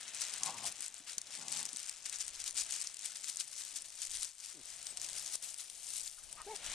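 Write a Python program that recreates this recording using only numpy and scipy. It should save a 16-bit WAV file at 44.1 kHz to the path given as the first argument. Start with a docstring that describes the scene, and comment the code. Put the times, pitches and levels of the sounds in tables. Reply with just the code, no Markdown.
"""Loose gravel clacks and slides under the paws of young dogs wrestling in an outdoor pen.
The stones are short ringing ticks over coloured noise, gathered into slips and steps.
A big dog growls twice and pups grunt, whimper, yip and yelp: pulses and puffs through a throat.
A thin squeak is a gliding whistle; distant air and light wind at two microphone ports are noise."""
import sys
import numpy as np
from scipy import signal
from scipy.io import wavfile
from scipy.ndimage import uniform_filter1d

SR = 44100
rng = np.random.default_rng(int(sys.argv[2]) if len(sys.argv) > 2 else 0)


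def generate_wav(signal):
    """Clip the signal to [-1, 1] and save it as 16-bit WAV at the path in sys.argv[1]."""
    frames = np.transpose(np.atleast_2d(signal))
    scaled = np.clip(frames, -1, 1) * 32767
    pcm = np.round(scaled).astype(np.int16)
    wavfile.write(sys.argv[1], SR, pcm)


N = 297213  # length of the scene in samples

# colour of small stones striking, as the left port hears them: (frequency [Hz], level [dB])
STONE_COLOUR = [(590, -62), (1000, -21), (1600, -20.5), (2100, -14), (4600, -3.5), (5500, -1), (8300, 2),
                (9500, -1), (11200, -18), (12800, -27), (14600, -53)]
# colour of the deeper bed of gravel shifting: (frequency [Hz], level [dB])
BED_COLOUR = [(80, -43), (200, -15), (450, -16), (800, -11), (1500, -4), (2500, -1), (4000, -0.5),
              (7000, -33)]
# resonances of a pup's throat: (frequency [Hz], width [Hz], level [dB], power of the mouth opening it follows)
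PUP_RESONANCES = [(500, 290, -4, 0.96), (860, 250, 8.5, 0.96), (1380, 160, -1, 1), (1800, 280, -3, 1)]


def amp(db):
    """Turns decibels into a plain factor."""
    return 10 ** (np.asarray(db) / 20)


def evened(x):
    """Scales a sound to an rms of 1."""
    return x / np.sqrt(np.mean(x ** 2) + 1e-20)


def peaked(rows):
    """Scales each row to a peak of 1."""
    return rows / abs(rows).max(axis=1, keepdims=True)


def read(points, hz):
    """Reads a curve between its points, along a logarithmic frequency scale."""
    f, value = np.transpose(points)
    return np.interp(np.log(hz + 1), np.log(f + 1), value)


def columns(rows, t):
    """Reads every column of a table at the times t; the first column holds its own times."""
    s, *rest = np.transpose(rows)
    return [np.interp(t, s, column) for column in rest]


def add(mix, s, sound):
    """Adds a sound to the mix from s seconds on."""
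    part = mix[round(s * SR):][:len(sound)]
    part += sound[:len(part)]


def coloured(x, points):
    """Gives a sound the wanted spectrum along its last axis, with a filter that never acts early."""
    gain_db = np.maximum(read(points, abs(np.fft.fftfreq(8192, 1 / SR))), -100)
    log_gain = np.log(amp(gain_db))
    taps = np.fft.ifft(np.exp(np.conj(signal.hilbert(log_gain)))).real[:min(4096, x.shape[-1])]
    filtered = signal.oaconvolve(np.atleast_2d(x), taps[None], axes=1)
    return filtered[:, :x.shape[-1]].reshape(x.shape)


def chance(top_hz):
    """Slow random curve of rms 1."""
    low_pass = signal.butter(2, top_hz, fs=SR, output="sos")
    return evened(signal.sosfilt(low_pass, rng.standard_normal(N)))


def resonate(x, hz, width):
    """Shifts the frequency hz down to zero, smooths, and shifts back: a resonance of gain 1."""
    turn = np.exp(2j * np.pi * np.cumsum(hz * np.ones(len(x))) / SR)
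    r = np.exp(-np.pi * width / SR)
    smooth = signal.lfilter([1 - r], [1, -r], x / turn + 1e-18)
    return 2 * (turn * smooth).real


def air():
    """Distant outdoor wash: steady coloured noise that rises and falls."""
    # colour of the wash: (frequency [Hz], level [dB])
    wash_colour = [(40, -35), (100, -4), (200, -10), (400, -11.5), (700, -3), (1400, -16), (3000, -7.5),
                   (8800, -5.5), (11400, -30), (14000, -73), (15000, -61)]
    # rise and fall of the wash, before its overall lift: (time [s], level [dB])
    swell = [(0.0, -75), (0.62, -67.5), (0.81, -76.5), (1.2, -76), (1.55, -68), (1.86, -80), (2.68, -73.5),
             (2.94, -81.5), (3.2, -78.5), (4.2, -77.5), (4.36, -83.5), (4.6, -77.5), (5.11, -70),
             (5.4, -71.5), (5.55, -78.5), (5.75, -76.5), (6.0, -73.5), (6.15, -82.5), (6.29, -72.5),
             (6.61, -67), (6.74, -67)]
    lift_db = 13
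    [swell_db] = columns(swell, np.arange(N) / SR)
    return amp(swell_db + lift_db) * evened(coloured(rng.standard_normal(N), wash_colour))


def wind():
    """Lumpy low pressure, mostly unrelated at the two ports."""
    # strength of the gusts, before each port's own gain: (time [s], level [dB])
    gusts = [(0, -82), (.45, -82), (.81, -82), (1.0, -84.5), (1.93, -77), (2.05, -74.5), (2.83, -70.5),
             (2.95, -80), (3.77, -82), (4.2, -68.5), (4.32, -83), (5.1, -75.5), (5.52, -82), (6.03, -72),
             (6.15, -81), (6.27, -64), (6.38, -73), (6.53, -66), (6.59, -73), (6.68, -52), (6.74, -69)]
    # colour of the wind: (frequency [Hz], level [dB])
    gust_colour = [(15, -1), (40, -2), (65, -9), (100, -17), (200, -38), (400, -70)]
    [gust_db] = columns(gusts, np.arange(N) / SR)

    def port_noise():
        """Low noise whose level wanders slowly."""
        return evened(coloured(rng.standard_normal(N), gust_colour)) * amp(2.7 * chance(2.5))

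    left, right = port_noise(), port_noise()
    return amp(gust_db) * np.array([amp(3.5) * left, amp(-2) * (right + .1 * left)])


def squeak():
    """A thin, slightly fuzzy whistle that wavers downward: a sine with narrow noise around it."""
    # path of the whistle: (time [s], pitch [Hz], level [dB])
    path = [(4.848, 8850, -56), (4.862, 8420, -44), (4.872, 7980, -45), (4.897, 8360, -47),
            (4.91, 8040, -39), (4.922, 8050, -52), (4.945, 8100, -64)]
    t = np.arange(path[0][0], path[-1][0], 1 / SR)
    hz, db = columns(path, t)
    whistle = np.sin(2 * np.pi * np.cumsum(hz) / SR)
    fuzz = evened(resonate(rng.standard_normal(len(t)), hz, 260.))
    return t[0], amp(db) * (whistle + .3 * fuzz) * signal.windows.tukey(len(t), .2)


def voice(rough, low_db, chest_db, rows, throat):
    """Uneven pulses and puffs of noise pass a throat that opens and shuts; the chest adds a plain tone."""
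    low_sinks = .75  # dB lost by the lowest resonance per dB of effort: harder calls move upward
    usual_effort_db, shimmer_db = -52, 1.6  # shimmer: spread in strength from pulse to pulse
    t = np.arange(rows[0][0], rows[-1][0], 1 / SR)
    effort_db, hz, mouth = columns(rows, t)
    extra_db = effort_db - usual_effort_db
    rough, low_db = np.clip(rough, 0, 1), low_db - low_sinks * extra_db

    wobble = uniform_filter1d(rng.standard_normal(len(t)), 300)
    turns = np.cumsum(hz * (1 + 3.0 * rough * wobble)) / SR  # pulses counted so far
    folds = sum(np.cos(2 * np.pi * k * turns) * (k * hz < 4000) for k in range(1, 40))
    folds = folds * amp(shimmer_db * rng.standard_normal(100)[(turns + .5).astype(int)])
    puffs = np.exp(-(turns % 1) / .3) * rng.standard_normal(len(t))
    drive = (1 - rough) * folds * np.sqrt(hz) / 45 + 3 * rough * evened(puffs)

    out = np.zeros(len(t))
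    for k, (f, width, db, power) in enumerate(throat):
        centre = f * mouth ** power
        band = resonate(resonate(drive, centre, 1.7 * width), centre, 1.48 * width)
        out += (-1) ** k * amp(db + low_db * (k == 0)) * band
    # a head radiates little deep bass
    out = signal.sosfilt(signal.butter(4, 100, "high", fs=SR, output="sos"), out)
    chest = amp(chest_db - .5 * low_sinks * extra_db) * np.sin(2 * np.pi * np.cumsum(hz) / SR)
    return t[0], amp(effort_db) * (evened(out) + chest) * signal.windows.tukey(len(t), .08)


def short_call(low_db, chest_db, row, throat):
    """A brief voice: one swell in level over a straight glide in pitch."""
    start, length, db, first_hz, last_hz, mouth, rough = row
    swell_db = 15  # how far the ends lie under the peak
    rows = [(start + u * length, db - swell_db * (2 * u - 1) ** 2,
             first_hz + u * (last_hz - first_hz), mouth) for u in np.linspace(0, 1, num=7)]
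    return voice(rough, low_db, chest_db, rows, throat)


def whimpers():
    """High short calls through a pup's throat."""
    # (start [s], length [s], peak effort [dB], first pitch [Hz], last pitch [Hz],
    #  mouth opening [factor], roughness [0-1])
    calls = [(1.405, 0.033, -62.5, 1474, 1460, 1.9, .2), (1.505, 0.031, -65, 1440, 1380, 1.9, .2),
             (6.172, 0.03, -63, 1444, 1260, 1.5, 0.52)]
    return [short_call(-25., -40., row, PUP_RESONANCES) for row in calls]


def grunts():
    """Low short calls through a shut throat, with a stronger chest tone."""
    # (start [s], length [s], peak effort [dB], first pitch [Hz], last pitch [Hz],
    #  mouth opening [factor], roughness [0-1])
    calls = [(.79, 0.022, -60, 276, 267, 1.13, 0.37), (1.0, 0.028, -68, 266, 344, 0.83, 0.37),
             (1.73, 0.023, -58.5, 217, 203, 1, 0.37), (4.538, 0.081, -59.5, 199, 97, 1.05, .14)]
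    # (frequency [Hz], width [Hz], level [dB], power of the mouth opening it follows)
    shut_throat = [(273, 146, 19, 0.75), (650, 130, -22, 1)]
    return [short_call(-5., -10., row, shut_throat) for row in calls]


def yips():
    """A pup's quick call: pulses at a few hundred hertz through its small throat."""
    # (roughness [0-1], lowest resonance over the others [dB], chest tone [dB], rows of
    #  (time [s], effort [dB], pitch [Hz], mouth opening [factor]))
    calls = [(.29, -10, -40, [(6.368, -68, 312, 1.42), (6.386, -51, 310, 1.42), (6.4, -52, 305, 1.25),
             (6.413, -50, 300, 1.38), (6.435, -66, 298, 1.38)]), ]
    return [voice(*call, PUP_RESONANCES) for call in calls]


def yelps():
    """A louder, higher call whose mouth opens wide: its resonances climb and fall with the opening."""
    # (roughness [0-1], lowest resonance over the others [dB], chest tone [dB], rows of
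    #  (time [s], effort [dB], pitch [Hz], mouth opening [factor]))
    calls = [(.075, 5.2, -40, [(6.462, -59, 392, 0.55), (6.472, -44.5, 392, 0.82), (6.49, -40.5, 414, 0.82),
             (6.504, -40.5, 440, 1.05), (6.526, -40, 444, 1.1), (6.538, -44, 402, 0.87),
             (6.548, -56, 394, 1.17), (6.556, -75, 400, .92)])]
    # (frequency [Hz], width [Hz], level [dB], power of the mouth opening it follows)
    yelp_throat = [(430, 200, 8, .5), (880, 150, 9, 1), (2000, 150, -3, 1.5)]
    return [voice(*call, yelp_throat) for call in calls]


def growls():
    """A big dog's low calls: slow pulses through a long throat."""
    # (roughness [0-1], lowest resonance over the others [dB], chest tone [dB], rows of
    #  (time [s], effort [dB], pitch [Hz], mouth opening [factor]))
    calls = [(0.38, -12, -11.5, [(0.4, -62, 104, 1.0), (0.42, -54, 123, 1.0), (0.448, -55, 151, 1.0),
             (0.462, -50, 162, 0.95), (0.486, -41.5, 162, 1.04), (0.514, -51, 165, 0.95),
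             (0.532, -57, 158, 1.1), (0.56, -54, 104, 1.2), (0.585, -60, 101, 1.1), (0.632, -55, 112, 0.9),
             (0.65, -49, 117, 0.92), (0.672, -57, 107, 0.87), (0.688, -56, 99, .85),
             (0.72, -72, 92, 0.84)]), (0.07, -9, -40, [(1.365, -71, 80, 1.05), (1.412, -60, 85, 1.06),
             (1.45, -61, 80, 1.05), (1.525, -62, 79, 1.04), (1.548, -57, 83.5, 1.05), (1.57, -61, 83, 1.04),
             (1.62, -57.5, 78, 1.05), (1.645, -62, 70, 1.05), (1.68, -72, 60, 1.05)])]
    # (frequency [Hz], width [Hz], level [dB], power of the mouth opening it follows)
    big_throat = [(185, 100, 3.5, .5), (790, 130, 2.5, 1), (1090, 120, -1, .3), (590, 84, -10, 1)]
    return [voice(*call, big_throat) for call in calls]


def thuds():
    """A paw or body lands: a soft push, then a slower pull back that dies away."""
    # (time [s], level [dB], frequency that sets the speed [Hz])
    landings = [(1.176, -49, 75), (4.926, -38, 700), (5.353, -33, 500)]
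    out = np.zeros(N)
    for s, db, hz in landings:
        u = np.arange(0, 8, 2 * np.pi * hz / SR)
        add(out, s, amp(db) * (1 - u) * np.exp(-u) * np.minimum(4 * u, 1))
    return out


def stone(hz, noise, t60=.005, ring=.6):
    """A wide tick and a short ring at the stone's own pitch, falling by 60 dB in t60 seconds."""
    t = np.arange(noise.shape[-1]) / SR
    return (noise + ring * 2 * np.sin(2 * np.pi * hz * t)) * amp(-60 * t / t60)


def clacks():
    """Each stone ticks, rings, knocks on the bed and scatters a few neighbours."""
    # single stones that strike clearly: (time [s], level [dB], ring pitch [Hz])
    strikes = [(0.0118, -30.5, 9100), (0.0311, -30.0, 8900), (0.08, -32.5, 5510.0), (0.157, -34, 8310.0),
               (0.2171, -19, 9000), (0.2511, -30, 8600), (0.2841, -26.6, 6680.0), (0.3383, -21, 9500),
               (0.3843, -40, 7880.0), (0.4339, -15.5, 6700), (0.46, -22, 8240), (0.643, -25.1, 9260.0),
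               (0.6546, -25, 8750), (0.6647, -21, 7620.0), (0.6732, -23, 8800), (0.724, -30, 9430.0),
               (0.7895, -37, 4350.0), (0.8072, -22.5, 8800), (0.823, -22, 9350.0), (0.8419, -31, 8570.0),
               (0.8628, -25, 8100), (0.8813, -25, 7500), (0.943, -27, 8440.0), (1.1822, -16.5, 6430),
               (1.2163, -23.5, 5300), (1.2706, -31.5, 6940), (1.3237, -33, 8350.0), (1.3522, -26, 8480.0),
               (1.3745, -37, 8140.0), (1.39, -35, 6890.0), (1.4828, -24, 6980.0), (1.4972, -29.5, 8230.0),
               (1.5198, -21, 8010.0), (1.5247, -20, 8400), (1.5705, -21, 8050.0), (1.575, -23.7, 7450),
               (1.6074, -24, 9650.0), (1.6293, -22, 8350), (1.6536, -19, 7870), (1.6631, -25, 5500),
               (1.6903, -25.5, 6290.0), (1.7313, -27, 8830.0), (1.747, -34, 7450.0), (1.762, -23, 8530.0),
               (1.7704, -21, 7750), (1.895, -18.5, 8300), (2.0655, -29, 8570.0), (2.0968, -22.5, 9260.0),
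               (2.1273, -26, 8700.0), (2.159, -23.5, 7100), (2.186, -27, 8530.0), (2.1977, -28.9, 9260.0),
               (2.2032, -25.4, 7410.0), (2.2146, -28, 7670.0), (2.2254, -27, 6330.0), (2.2473, -33, 8610.0),
               (2.2799, -24, 8030), (2.2897, -30, 8010.0), (2.4017, -25.5, 7020.0), (2.4408, -23, 7840.0),
               (2.4624, -24, 7490.0), (2.4781, -19, 7000), (2.5087, -25.5, 9130.0), (2.5271, -33, 8740.0),
               (2.5449, -30.4, 8230.0), (2.55, -34, 7320.0), (2.5587, -28.6, 8180.0), (2.5688, -24, 9260.0),
               (2.5764, -20.5, 8150), (2.5826, -21, 5940.0), (2.6103, -24, 9220.0), (2.621, -30, 7320.0),
               (2.6346, -24.8, 9470.0), (2.7011, -33, 9150), (2.709, -20.5, 9170.0), (2.723, -22.2, 6680.0),
               (2.771, -31, 8790.0), (2.7795, -33, 7920.0), (2.7873, -34, 6980.0), (2.804, -25.1, 8350.0),
               (2.8144, -20, 8600), (2.8214, -21, 8310.0), (2.828, -27, 7500), (2.8402, -28, 5600.0),
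               (2.872, -23, 5560.0), (2.944, -27, 8400), (2.9695, -28, 7670.0), (2.992, -31, 5510.0),
               (3.0115, -31, 8600), (3.054, -32, 9470.0), (3.0593, -20, 9730), (3.1706, -26, 9300),
               (3.2428, -25.5, 9700), (3.2992, -21.5, 8740.0), (3.359, -27, 9170.0), (3.3709, -21.3, 8050),
               (3.401, -24, 8480.0), (3.4794, -31, 8870.0), (3.5304, -33, 9200), (3.6375, -32, 7490.0),
               (3.6506, -28, 8200), (3.709, -34, 8830.0), (3.725, -34, 9560.0), (3.7631, -23.7, 5430),
               (3.77, -28, 6980.0), (3.8213, -27.5, 8270.0), (3.9038, -33, 6460.0), (3.9544, -31, 9100),
               (4.0189, -19.5, 7550), (4.0518, -26.8, 8570.0), (4.0645, -32, 9000.0), (4.071, -24, 6980.0),
               (4.0952, -34.5, 8180.0), (4.1133, -27, 7360.0), (4.1175, -23.8, 9100), (4.1534, -23, 7880.0),
               (4.1713, -23, 8870.0), (4.2124, -35, 8270.0), (4.2218, -26.7, 4820.0), (4.2312, -20, 9250),
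               (4.6134, -37, 9100), (4.657, -30.5, 8100), (4.8282, -31.6, 8790.0), (4.869, -20.5, 6240.0),
               (4.9726, -22, 8900), (4.9987, -29.6, 6930.0), (5.0159, -21, 8700), (5.0453, -23, 9000),
               (5.0642, -30.0, 8530.0), (5.099, -25, 8300), (5.1318, -27, 4400), (5.1538, -34, 8740.0),
               (5.1847, -27, 9130.0), (5.2619, -25.5, 6500), (5.2774, -28, 8050.0), (5.3452, -27, 8200),
               (5.3556, -18.5, 9100), (5.5431, -26, 8960.0), (5.5637, -37, 8140.0), (5.5782, -30.2, 7970.0),
               (5.5968, -31, 8350.0), (5.6995, -28.5, 9000), (5.9042, -27, 9520.0), (5.9373, -22, 8940),
               (5.9597, -32, 7750.0), (5.9836, -32, 8740.0), (5.9967, -29, 9260.0), (6.0078, -27, 7490.0),
               (6.014, -27.2, 8830.0), (6.0771, -26, 7100), (6.3282, -24, 8900), (6.4176, -29.5, 8250),
               (6.5621, -24.5, 8500), (6.7005, -30, 8740.0), (6.718, -28, 6560)]
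    s, db, hz = np.transpose(strikes)[:, :, None]
    hit, scatter = rng.standard_normal((2, len(strikes), 900))
    neighbours = amp(-12) * stone(hz, scatter, t60=.02, ring=0)
    ring = coloured(stone(hz, hit, t60=.0026, ring=.45) + neighbours, STONE_COLOUR)
    knock = coloured(stone(hz / 3, scatter, t60=0.0077, ring=0.17), BED_COLOUR)
    tick = coloured(stone(hz, hit, t60=0.0016, ring=0), [(8000., -26.5), (11000., 3.0), (14000., -24.5)])
    sounds = amp(db) * (amp(-18.0) * peaked(tick) + peaked(ring) + amp(-21.5) * peaked(knock))
    out = np.zeros(N)
    for start, sound in zip(s[:, 0], sounds):
        add(out, start, sound)
    return out


def lulls():
    """Gain of the ground, which drops quickly and returns after each lull."""
    # the ground falls briefly quiet: (start [s], length [s], level [dB])
    dips = [(4.294, 0.097, -4), (5.358, 0.061, -5.5), (5.686, 0.032, -1.5)]
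    t = np.arange(N) / SR
    dip_db = sum(db * ((t > s) & (t < s + length)) for s, length, db in dips)
    return amp(uniform_filter1d(dip_db, 300))


def stirring(t, between_db):
    """Each step swells and dies away, with a short hold, in straight dB slopes; their powers add."""
    # a paw lands or scrapes: (time of the loudest moment [s], stirring [dB], length [s])
    steps = [(0.01, -46.5, 0.06), (0.082, -41.5, 0.025), (0.154, -43.5, 0.18), (0.22, -33.5, 0.1),
             (0.29, -43, 0.96), (0.47, -38.5, 0.24), (0.658, -38.5, 0.21), (0.761, -50.5, 0.22),
             (0.833, -41, 0.19), (0.965, -47.5, 0.15), (1.097, -42.5, 0.19), (1.188, -48, 0.061),
             (1.358, -42, 0.24), (1.417, -40, 0.042), (1.553, -37.5, 0.34), (1.799, -41.5, 0.3),
             (1.902, -52.5, 0.53), (2.06, -37, 0.085), (2.148, -44, 0.31), (2.209, -34, 0.063),
             (2.276, -44.5, 0.14), (2.337, -44.5, 0.21), (2.405, -38, 0.12), (2.474, -36.5, 0.076),
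             (2.582, -31, 0.097), (2.607, -36, 0.12), (2.738, -39, 0.36), (2.845, -44.5, 0.21),
             (3.043, -40.5, 0.21), (3.16, -42.5, 0.054), (3.24, -42.5, .06), (3.282, -37, 0.058),
             (3.295, -46.5, 0.57), (3.401, -32.5, 0.056), (3.589, -44, 0.4), (3.768, -42.5, 0.12),
             (4.024, -41, 0.19), (4.148, -42.5, 0.57), (4.228, -35, 0.082), (4.442, -43.5, 0.28),
             (4.715, -46, 0.38), (4.855, -50.5, 0.64), (4.976, -42.5, 0.019), (5.039, -40, 0.15),
             (5.087, -45.5, 0.13), (5.17, -41.5, 0.35), (5.27, -47, 0.36), (5.336, -40, 0.14),
             (5.441, -41.5, 0.11), (5.49, -46, .2), (5.6, -41, 0.1), (5.89, -44.5, 0.26),
             (5.956, -43, 0.32), (6.007, -55, 0.091), (6.065, -44, 0.083), (6.238, -52, 0.028),
             (6.327, -51, 0.031), (6.558, -45.5, 0.058), (6.585, -62, .4), (6.648, -42, 0.099),
             (6.664, -45.5, .08), (6.7, -48, .04), (6.72, -48, .1), (6.74, -37.5, .06)]
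    rise, hold = 0.35, 0.021  # share of the length spent digging in; share of each slope held at full
    range_db = 21  # slope of the rise and of the fall, in dB over its share of the length
    s, db, length = np.transpose(steps)[:, :, None]
    u = (t - s) / length
    away = np.where(u < 0, -u / rise, u / (1 - rise))
    step_db = db - range_db * np.maximum(away - hold, 0)
    return 10 * np.log10(amp(2 * step_db).sum(0) + amp(2 * between_db))


def gravel():
    """Avalanches of small stone strikes over a sliding hiss, and the deeper bed shifting under weight."""
    # the scuffle: (time [s], stirring between steps [dB], crunch at the usual stirring [dB],
    #  lift of the treble [dB], lumpiness [0 steady drag - 1 separate slips])
    scuffle = [(0, -52, -51, 0, 0.62), (.7, -71, -54, 5.5, 0.89), (1.5, -48.5, -55.5, 2.5, 0.88),
               (2.5, -58, -56, 1.5, 0.86), (3.1, -52, -57.5, 4.5, 0.76), (3.6, -49.5, -59.5, 6, 0.75),
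               (4.35, -57.5, -59, 6.5, 0.77), (5.0, -54.5, -56, 4.5, 0.26), (5.5, -57.5, -57.5, 10, 0.25),
               (5.9, -49.5, -62, 9.5, 0.24), (6.4, -59.5, -58.5, 10, 0.92), (6.74, -49, -47, 3, 0.28)]
    crunch_follows, usual_stir_db = 0.66, -45.5  # dB of crunch per dB of stirring over the usual
    t = np.arange(N) / SR
    between_db, crunch_db, bright_db, lumpy = columns(scuffle, t)
    lumpy = np.clip(lumpy, 0, 1)
    stir_db = np.interp(t, t[::64], stirring(t[::64], between_db[::64]))

    # about 45 slips a second; each starts at once and trickles out
    slips = (rng.random(N) < 45. / SR) * np.minimum(rng.exponential(1, N), 2.)
    clumps = 0.7 + signal.oaconvolve(slips, np.exp(-t[:3000] / .012))[:N]
    clumps = 1.1 * (clumps / 1.1) ** lumpy

    # many small strikes, few large
    spread = amp(4.4 * np.minimum(rng.exponential(1, N), 2.8))
    size = spread * (rng.random(N) < 1000. 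* clumps / SR)
    which = rng.integers(0, 24, N)  # each strike falls to one of 24 stones
    strikes = np.zeros(N)
    for k, hz in enumerate(np.linspace(1500., 11500., num=24)):
        pebble = stone(hz, rng.standard_normal(300), t60=0.0024, ring=0.45)
        strikes += signal.oaconvolve(size * (which == k), pebble)[:N]
    strikes = evened(strikes)

    slide = evened(clumps ** .6 * rng.standard_normal(N))
    rattle = evened(coloured(strikes + amp(-2 - 5 * lumpy) * slide, STONE_COLOUR))
    treble = coloured(rattle, [(5000., -18.0), (9000., -3.5), (11000., 1.5)])
    shifting = clumps ** 0.61 * rng.standard_normal(N)
    crunch = evened(coloured(amp(-4.5) * strikes + shifting, BED_COLOUR))
    crunch_db = crunch_db + crunch_follows * (stir_db - usual_stir_db)
    return amp(stir_db) * (rattle + (amp(bright_db) - 1) * treble) + amp(crunch_db) * crunch


def ports(x, spread):
    """The right port hears a duller, phase-turned copy; spread-out sources reach it partly by other paths."""
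    # likeness of spread-out sound at the two ports: (frequency [Hz], likeness [0-1])
    likeness = [(60, .7), (250, .72), (700, .84), (1000, .89), (2000, .82), (4000, .72), (8000, .58),
                (12000, .5)]
    # the right port is duller: (frequency [Hz], left over right [dB])
    left_over_right = [(60, 2.5), (300, 2.2), (1300, 3.6), (2300, 2.3), (4300, 3), (6000, 6.5), (8500, 14),
                       (10000, 11), (12000, 0), (14700, 0)]
    # phase by which the left port leads: (frequency [Hz], phase [radians])
    left_leads = [(0, 0), (3000, .2), (6630, .4), (8010, .5), (11200, -2.1), (12800, -.4), (14800, -.2)]
    hz, _, (near, wide) = signal.stft(np.array([x, spread]), SR, nperseg=256, noverlap=192)
    same = read(likeness, hz)[:, None]
    # unrelated frames add up to half, so they are doubled
    other = 2 * np.sqrt(1 - same ** 2) * np.exp(2j * np.pi * rng.random(wide.shape))
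    turn = np.exp(-1j * read(left_leads, hz)) * amp(-read(left_over_right, hz))
    right = (near + wide * (same + other)) * turn[:, None]
    right = signal.istft(right, SR, nperseg=256, noverlap=192)[1][:N]
    return 1.104 * np.array([x + spread, right])


def scene():
    """Mixes the ground and the dogs, passes both to the two ports and adds the wind there."""
    ground = lulls() * (gravel() + air()) + clacks() + thuds()
    dogs = np.zeros(N)
    for start, call in growls() + yips() + yelps() + grunts() + whimpers() + [squeak()]:
        add(dogs, start, call)
    return ports(dogs, ground) + wind()


def record(dry):
    """The port cavity rings near 9 kHz; then the band limit."""
    edge_hz = 14800
    heard = np.array([x + amp(-17.5) * resonate(x, 9100.0, 620.0) for x in dry])
    low_pass = signal.firwin(511, edge_hz, window=("kaiser", 9), fs=SR)
    return signal.oaconvolve(heard, low_pass[None], "same")


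dry = scene()
out = record(dry)
generate_wav(out)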